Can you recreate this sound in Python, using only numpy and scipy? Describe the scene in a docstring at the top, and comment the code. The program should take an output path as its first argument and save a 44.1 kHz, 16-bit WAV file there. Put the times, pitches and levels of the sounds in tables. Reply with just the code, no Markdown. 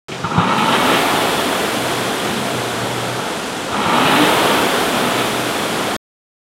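"""Over the soft whoosh of a turning fan, a few knocks and a rattling chain open a rowing stroke.
It is the first of two on an air-braked rowing machine in a small gym, heard in mono.
The drive knocks as it takes up the load, then the chain clatters and whirrs over its sprocket and
spins up the fan flywheel, whose roar and hiss swell and sink again as it coasts.
Underneath, the seat rollers hum along the rail, and between pulls the chain runs back in spurts."""
import sys
import numpy as np
from scipy import signal
from scipy.io import wavfile

SR = 44100
rng = np.random.default_rng(int(sys.argv[2]) if len(sys.argv) > 2 else 0)


def wav_record(signal):
    """Record a signal, one row per channel, as 16-bit PCM in the file named by sys.argv[1]."""
    frames = np.transpose(np.atleast_2d(signal))
    bounded = np.clip(frames, -1, 1)
    # unit amplitude maps onto the largest positive 16-bit level
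    quanta = np.round(bounded * 32767).astype(np.int16)
    wavfile.write(sys.argv[1], SR, quanta)


N = 287973

# rolls of the seat along the rail: start_s, end_s, pitch_hz, level_db
SEAT_ROLLS = [(0.05, 1.204, 129.2, -38), (1.673, 2.14, 123.6, -33.5), (2.21, 2.665, 130.8, -34.5),
              (2.5, 3.28, 120.6, -31.5), (3.76, 4.45, 130, -36.5), (4.95, 5.58, 123, -35),
              (5.55, 6.098, 125.3, -40)]
# links snapping tight: start_s, level_db
LINK_TICKS = [(0.577, -35), (0.592, -37)]
# knocks as the drive takes up the load: start_s, frame_thud_db, guard_clack_db, steel_rattle_db
DRIVE_KNOCKS = [(0.117, -27, -41, -28), (0.240, -18, -18, -30), (0.378, -8, -15, -27),
                (0.579, -30, -30, -21), (0.725, -30, -22, -18), (0.94, -30, -29, -20),
                (3.725, -32, -26, -30), (3.86, -19, -30, -30), (4.05, -22, -22, -18), (4.22, -28, -28, -20)]
# low modes of the knocked frame: pitch_hz, gain_db, t60_s
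FRAME_THUD_MODES = [(116, -12.5, 0.3), (152.8, -0.5, 0.095), (171, 0, 0.17), (350, -9.5, 0.12)]
# broad resonances of the frame under the running chain: centre_hz, width_hz, gain_db
FRAME_RUMBLE_MODES = [(172, 72, -3), (268, 80, 0.5), (519, 380, -6.5)]
# resonances of the chain guard: centre_hz, width_hz, gain_db
GUARD_MODES = [(866, 90, 0), (1024, 130, -4.5), (1184, 150, -3), (1342, 92, 0), (1405, 80, -2.5)]
# resonances of sprocket and links: centre_hz, width_hz, gain_db
STEEL_MODES = [(1640, 89, -1.5), (1925, 120, -1.5), (2218, 21, 2), (2420, 140, -2.5), (2720, 180, -3),
               (2973, 180, -2.5), (3264, 150, -3), (3410, 160, -8), (3760, 300, -7)]
# spurts of the chain running back: start_s, end_s, clatter_db, ringing_db, whirr_db
CHAIN_RETURNS = [(2.15, 2.55, -42, -35, -29.5), (2.7, 3.41, -31, -41, -38), (4.83, 5.33, -27.5, -31.5, -29),
                 (5.622, 6.1, -38, -38, -32.5)]
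# the rower's pulls: catch_s, build_s, legs_straight_s, arms_home_s, top_speed_ratio, teeth_hz, force_db
# (the catch starts a pull, teeth_hz is the tooth rate there; speed ratio 1 is the wheel's cruising speed)
ROWER_PULLS = [(0.29, .12, 1.04, 1.25, 1.165, 163, -0.9), (3.675, .3, 4.32, 4.53, 1.265, 195, .5)]
# resonances of the fan housing: centre_hz, width_hz, gain_db
HOUSING_MODES = [(397, 54, -8), (449.5, 30, -10), (502, 28, -9.5), (690.5, 67, -4), (1390, 120, -16),
                 (3370, 350, -9)]
# tone colour of the air through the cage at cruising speed: frequency_hz, relative_density_db
AIR_SPECTRUM = [(30, -24), (45, -18.5), (85, -12), (125, -7.5), (240, 0.5), (430, -1.5), (750, -3),
                (1400, -5), (2000, -9.5), (3350, -10.5), (4600, -17), (6200, -20.5), (9500, -19.5),
                (15500, -27)]
# how the air noise swells with wheel speed: frequency_hz, gain_db_per_doubling
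AIR_GROWTH = [(50, 8), (130, 4), (300, 9.5), (700, 12), (1500, 11.5), (3300, 12), (6000, 5), (14000, 9)]

GYM_T60_S = 0.23
GLIDE_S = 0.11  # fade in and out of a seat roll or a chain spurt
SLIP_S = .035  # the wheel starts to gain this long after the catch
IDLE_SPEED, DRAG_PER_S = .535, .197  # speed ratio before the first pull; share lost at cruising speed
DRIVEN_TEETH_HZ, COAST_TEETH_HZ = 247, 232  # tooth rates at cruising speed: end of a pull, coasting
CLATTER_DB, RINGING_DB, WHIRR_DB = -18.5, -22.5, -24.5  # the chain at full force and cruising speed
CLATTER_GROWTH_DB, RINGING_GROWTH_DB, WHIRR_GROWTH_DB = -2, 4, 2.5  # per doubling of speed
AIR_DB, HISS_EDGE_HZ = -19.5, 13400  # the fan at cruising speed


def from_db(db):
    """Decibels to gain."""
    return 10 ** (np.asarray(db) / 20)


def unit_rms(x):
    """Scale to an rms of 1."""
    return x / np.sqrt(np.mean(x ** 2) + 1e-20)


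def at_hz(curve, hz):
    """Read a curve on a log-frequency axis."""
    points_hz, values = np.array(curve).T
    return np.interp(np.log(hz), np.log(points_hz), values)


def ramp(start_s, length_s):
    """A straight rise from 0 to 1."""
    return np.clip((np.arange(N) / SR - start_s) / length_s, 0, 1)


def swell(start_s, end_s):
    """Rise, hold and fall of one gliding movement."""
    return ramp(start_s, GLIDE_S) * (1 - ramp(end_s - GLIDE_S, GLIDE_S))


def drift(rate_hz):
    """A smooth random modulator with a spread of 1."""
    hop, warm_up = 40, 2000
    r = np.exp(-2 * np.pi * hop * rate_hz / SR)
    noise = rng.standard_normal(N // hop + warm_up + 2)
    slow = signal.lfilter([1], [1, -2 * r, r * r], noise)[warm_up:]
    return np.interp(np.arange(N) / hop, np.arange(len(slow)), unit_rms(slow))


def band(x, low_hz, high_hz, order=2):
    """Butterworth band-pass."""
    return signal.sosfilt(signal.butter(order, [low_hz, high_hz], "band", fs=SR, output="sos"), x)


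def resonate(x, modes, sign=-1):
    """Parallel resonators, by default of alternating polarity."""
    out = np.zeros(N)
    for k, (hz, width_hz, db) in enumerate(modes):
        r = np.exp(-np.pi * width_hz / SR)
        poles = [1, -2 * r * np.cos(2 * np.pi * hz / SR), r * r]
        out += sign ** k * from_db(db) * (1 - r * r) / 2 * signal.lfilter([1, 0, -1], poles, x + 1e-18)
    return out


def ring(clicks, hz, t60_s):
    """Each click sets off a decaying sine of its own height."""
    r, w = np.exp(-np.log(1000) / (t60_s * SR)), 2 * np.pi * hz / SR
    return signal.lfilter([0, np.sin(w)], [1, -2 * r * np.cos(w), r * r], clicks + 1e-18)


def rough_tone(hz, wander, rough_db):
    """A rolling contact: a tone whose pitch and level waver."""
    phase = 2 * np.pi * np.cumsum(hz * (1 + wander * drift(24.5))) / SR
    return unit_rms(np.sin(phase) * from_db(rough_db * drift(20)))


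def gym(x, wet_db):
    """Direct sound plus a short, diffuse tail off the walls."""
    t = np.arange(int(GYM_T60_S * SR)) / SR
    tail = rng.standard_normal(len(t)) * np.exp(-np.log(1000) * t / GYM_T60_S) * (t > .004)
    wet = signal.fftconvolve(x, tail / np.linalg.norm(tail))[:N]
    return (x + from_db(wet_db) * wet) / np.sqrt(1 + from_db(wet_db) ** 2)


def seat_hum():
    """The seat rollers draw a low, grainy hum from the rail."""
    return sum(from_db(db) * swell(start_s, end_s) * rough_tone(hz, wander=.024, rough_db=2.1)
               for start_s, end_s, hz, db in SEAT_ROLLS)


def link_ticks(decay_s):
    """Links snap tight with tiny, bright bursts of metal on metal."""
    t = np.arange(N) / SR
    bursts = sum(from_db(db) * (t >= s) * np.exp(-np.abs(t - s) / decay_s) for s, db in LINK_TICKS)
    sizzle = unit_rms(band(rng.standard_normal(N), 4000, 17000))
    return gym(bursts * sizzle, wet_db=-10.0)


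def drive_knocks(decay_s):
    """The slack snaps out of the drive: the frame thuds, the guard clacks and the links rattle."""
    thuds, clacks, rattles = np.zeros((3, N))
    t = np.arange(N) / SR
    for start_s, thud_db, clack_db, rattle_db in DRIVE_KNOCKS:
        thuds[round(start_s * SR)] = from_db(thud_db)
        decay = (t >= start_s) * np.exp(-np.abs(t - start_s) / decay_s)
        clacks += from_db(clack_db) * decay
        rattles += from_db(rattle_db) * decay
    frame = sum(from_db(db) * ring(thuds, hz, t60_s) for hz, db, t60_s in FRAME_THUD_MODES)
    frame = band(frame, 85, 900, order=3)  # the slim frame radiates no deep bass
    guard = band(clacks * unit_rms(resonate(rng.standard_normal(N), GUARD_MODES)), 600, 1830)
    steel = band(rattles * unit_rms(resonate(rng.standard_normal(N), STEEL_MODES)), 1700, 9000)
    return gym(frame + guard + steel, wet_db=-10.0)


def pull_force(arms_db=-5, handover_s=.09, let_go_s=0.3):
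    """Chain tension bites at the catch, holds while the legs push, eases for the arms, then lets go."""
    force = np.zeros(N)
    for catch_s, build_s, legs_s, home_s, _, _, db in ROWER_PULLS:
        bite = np.sqrt(ramp(catch_s, build_s))
        easing = from_db(arms_db * ramp(legs_s - handover_s, handover_s))
        release = 1 - ramp(home_s, let_go_s)
        force += from_db(db) * bite * easing * release
    return force


def sprocket_rate(speed, settle_s=.55):
    """Teeth per second: climbing evenly through each pull, then falling in with the coasting wheel."""
    teeth_hz = COAST_TEETH_HZ * speed
    for catch_s, build_s, legs_s, _, top_speed, catch_hz, _ in ROWER_PULLS:
        progress = ramp(catch_s + SLIP_S, legs_s - catch_s - SLIP_S)
        hauled_hz = catch_hz + (DRIVEN_TEETH_HZ * top_speed - catch_hz) * progress
        engaged = ramp(catch_s - build_s, build_s) * (1 - ramp(legs_s, settle_s))
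        teeth_hz += engaged * (hauled_hz - teeth_hz)
    return teeth_hz


def chain_envelopes(speed, slack_db=-23):
    """Clatter, ringing and whirr ride on force and speed, and stir again as the chain runs back."""
    force = np.hypot(pull_force(), from_db(slack_db))  # the slack chain never quite comes to rest
    doublings = np.log2(speed)
    clatter = force * from_db(CLATTER_DB + CLATTER_GROWTH_DB * doublings)
    ringing = force ** 1.4 * from_db(RINGING_DB + RINGING_GROWTH_DB * doublings)
    whirr = force * from_db(WHIRR_DB + WHIRR_GROWTH_DB * doublings)
    returning = sum(np.outer(from_db(levels_db), swell(start_s, end_s))
                    for start_s, end_s, *levels_db in CHAIN_RETURNS)
    return np.hypot([clatter, ringing, whirr], returning)


def sprocket_whirr(teeth_hz, envelope):
    """The sprocket pulses once per tooth: a gliding tone that wavers and breaks up."""
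    return envelope * rough_tone(teeth_hz, wander=.032, rough_db=3.0)


def link_hits(teeth_hz, uneven_db, rattle):
    """Each link lands on a tooth with a force of its own, and its roller rattles until the next one."""
    teeth = np.cumsum(teeth_hz * (1 + .03 * drift(30))) / SR
    link = teeth.astype(int)
    force = from_db(uneven_db * np.clip(rng.standard_normal(N), -2, 2))[link]
    landings = unit_rms(np.diff(link, prepend=0).astype(float))
    chatter = unit_rms(rng.standard_normal(N) * np.exp(-1.5 * (teeth % 1)))
    return force * (landings + rattle * chatter)


def running_chain(teeth_hz, clatter, ringing):
    """Passing links make the guard clatter, the frame rumble and the steel ring."""
    guard = band(resonate(link_hits(teeth_hz, uneven_db=2.0, rattle=1.48), GUARD_MODES), 680, 1750)
    steel = band(resonate(link_hits(teeth_hz, uneven_db=2.5, rattle=1.5), STEEL_MODES), 1400, 5970)
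    rumble = band(resonate(rng.standard_normal(N), FRAME_RUMBLE_MODES), 130, 752, order=3)
    body = unit_rms(gym(guard, wet_db=-7.0)) + from_db(-4.0) * unit_rms(rumble)
    return clatter * body + ringing * unit_rms(gym(steel, wet_db=-6.0))


def wheel_speed():
    """The legs spin the wheel up in an S-curve; then drag, growing with the square of speed, slows it."""
    t, speed = np.arange(N) / SR, np.full(N, IDLE_SPEED)
    for catch_s, _, legs_s, _, top_speed, _, _ in ROWER_PULLS:
        spin_up = np.sin(np.pi / 2 * ramp(catch_s + SLIP_S, legs_s - catch_s - SLIP_S)) ** 2
        coasting = top_speed / (1 + DRAG_PER_S * top_speed * np.maximum(t - legs_s, 0))
        speed += spin_up * (coasting - speed)
    return speed


def fan_roar(speed, flutter_db, edge_slope):
    """Vane turbulence, coloured by the housing: a faster wheel is louder, its finer eddies brighter."""
    edges_hz = np.geomspace(28, 17000, 38)
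    white, buffet = rng.standard_normal((2, N)), drift(11)
    doublings, air, power = np.log2(speed), np.zeros(N), 0
    for k, (low_hz, high_hz) in enumerate(zip(edges_hz, edges_hz[1:])):
        hz = np.sqrt(low_hz * high_hz)
        gain = from_db(at_hz(AIR_SPECTRUM, hz)) * np.sqrt(high_hz - low_hz)
        # above the hiss edge only a faint haze of fine eddies remains
        rolloff = np.sqrt(1 / (1 + (hz / (HISS_EDGE_HZ * speed)) ** edge_slope) + from_db(-17) ** 2)
        # big eddies buffet the roar; the hiss stays smooth
        wobble_db = flutter_db * (buffet + drift(7.7)) / (1 + hz / 3000)
        envelope = from_db(at_hz(AIR_GROWTH, hz) * doublings + wobble_db)
        noise = unit_rms(band(white[k % 2], low_hz, high_hz, order=3))
        air += gain * rolloff * envelope * noise
        power += gain ** 2
    air = from_db(AIR_DB) * air / np.sqrt(power)
    return air + resonate(air, HOUSING_MODES, sign=1)


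def scene():
    """Fan and chain follow the wheel, over seat hum, knocks and ticks; both channels are the same."""
    speed = wheel_speed()
    teeth_hz = sprocket_rate(speed)
    clatter, ringing, whirr = chain_envelopes(speed)
    fan = fan_roar(speed, flutter_db=.5, edge_slope=7.1)
    chain = running_chain(teeth_hz, clatter, ringing) + sprocket_whirr(teeth_hz, whirr)
    machine = fan + chain + seat_hum() + drive_knocks(decay_s=0.045) + link_ticks(decay_s=.008)
    return np.stack([machine, machine])


def record(dry):
    """The sound cuts in and out abruptly, and a steep low-pass trims the very top."""
    on_s, off_s, cutoff_hz = 0.084, 5.965, 15800
    t = np.arange(N) / SR
    gate = (t >= on_s) & (t < off_s)
    return signal.sosfilt(signal.ellip(12, .1, 90, cutoff_hz, fs=SR, output="sos"), dry * gate)


dry = scene()
out = record(dry)
wav_record(out)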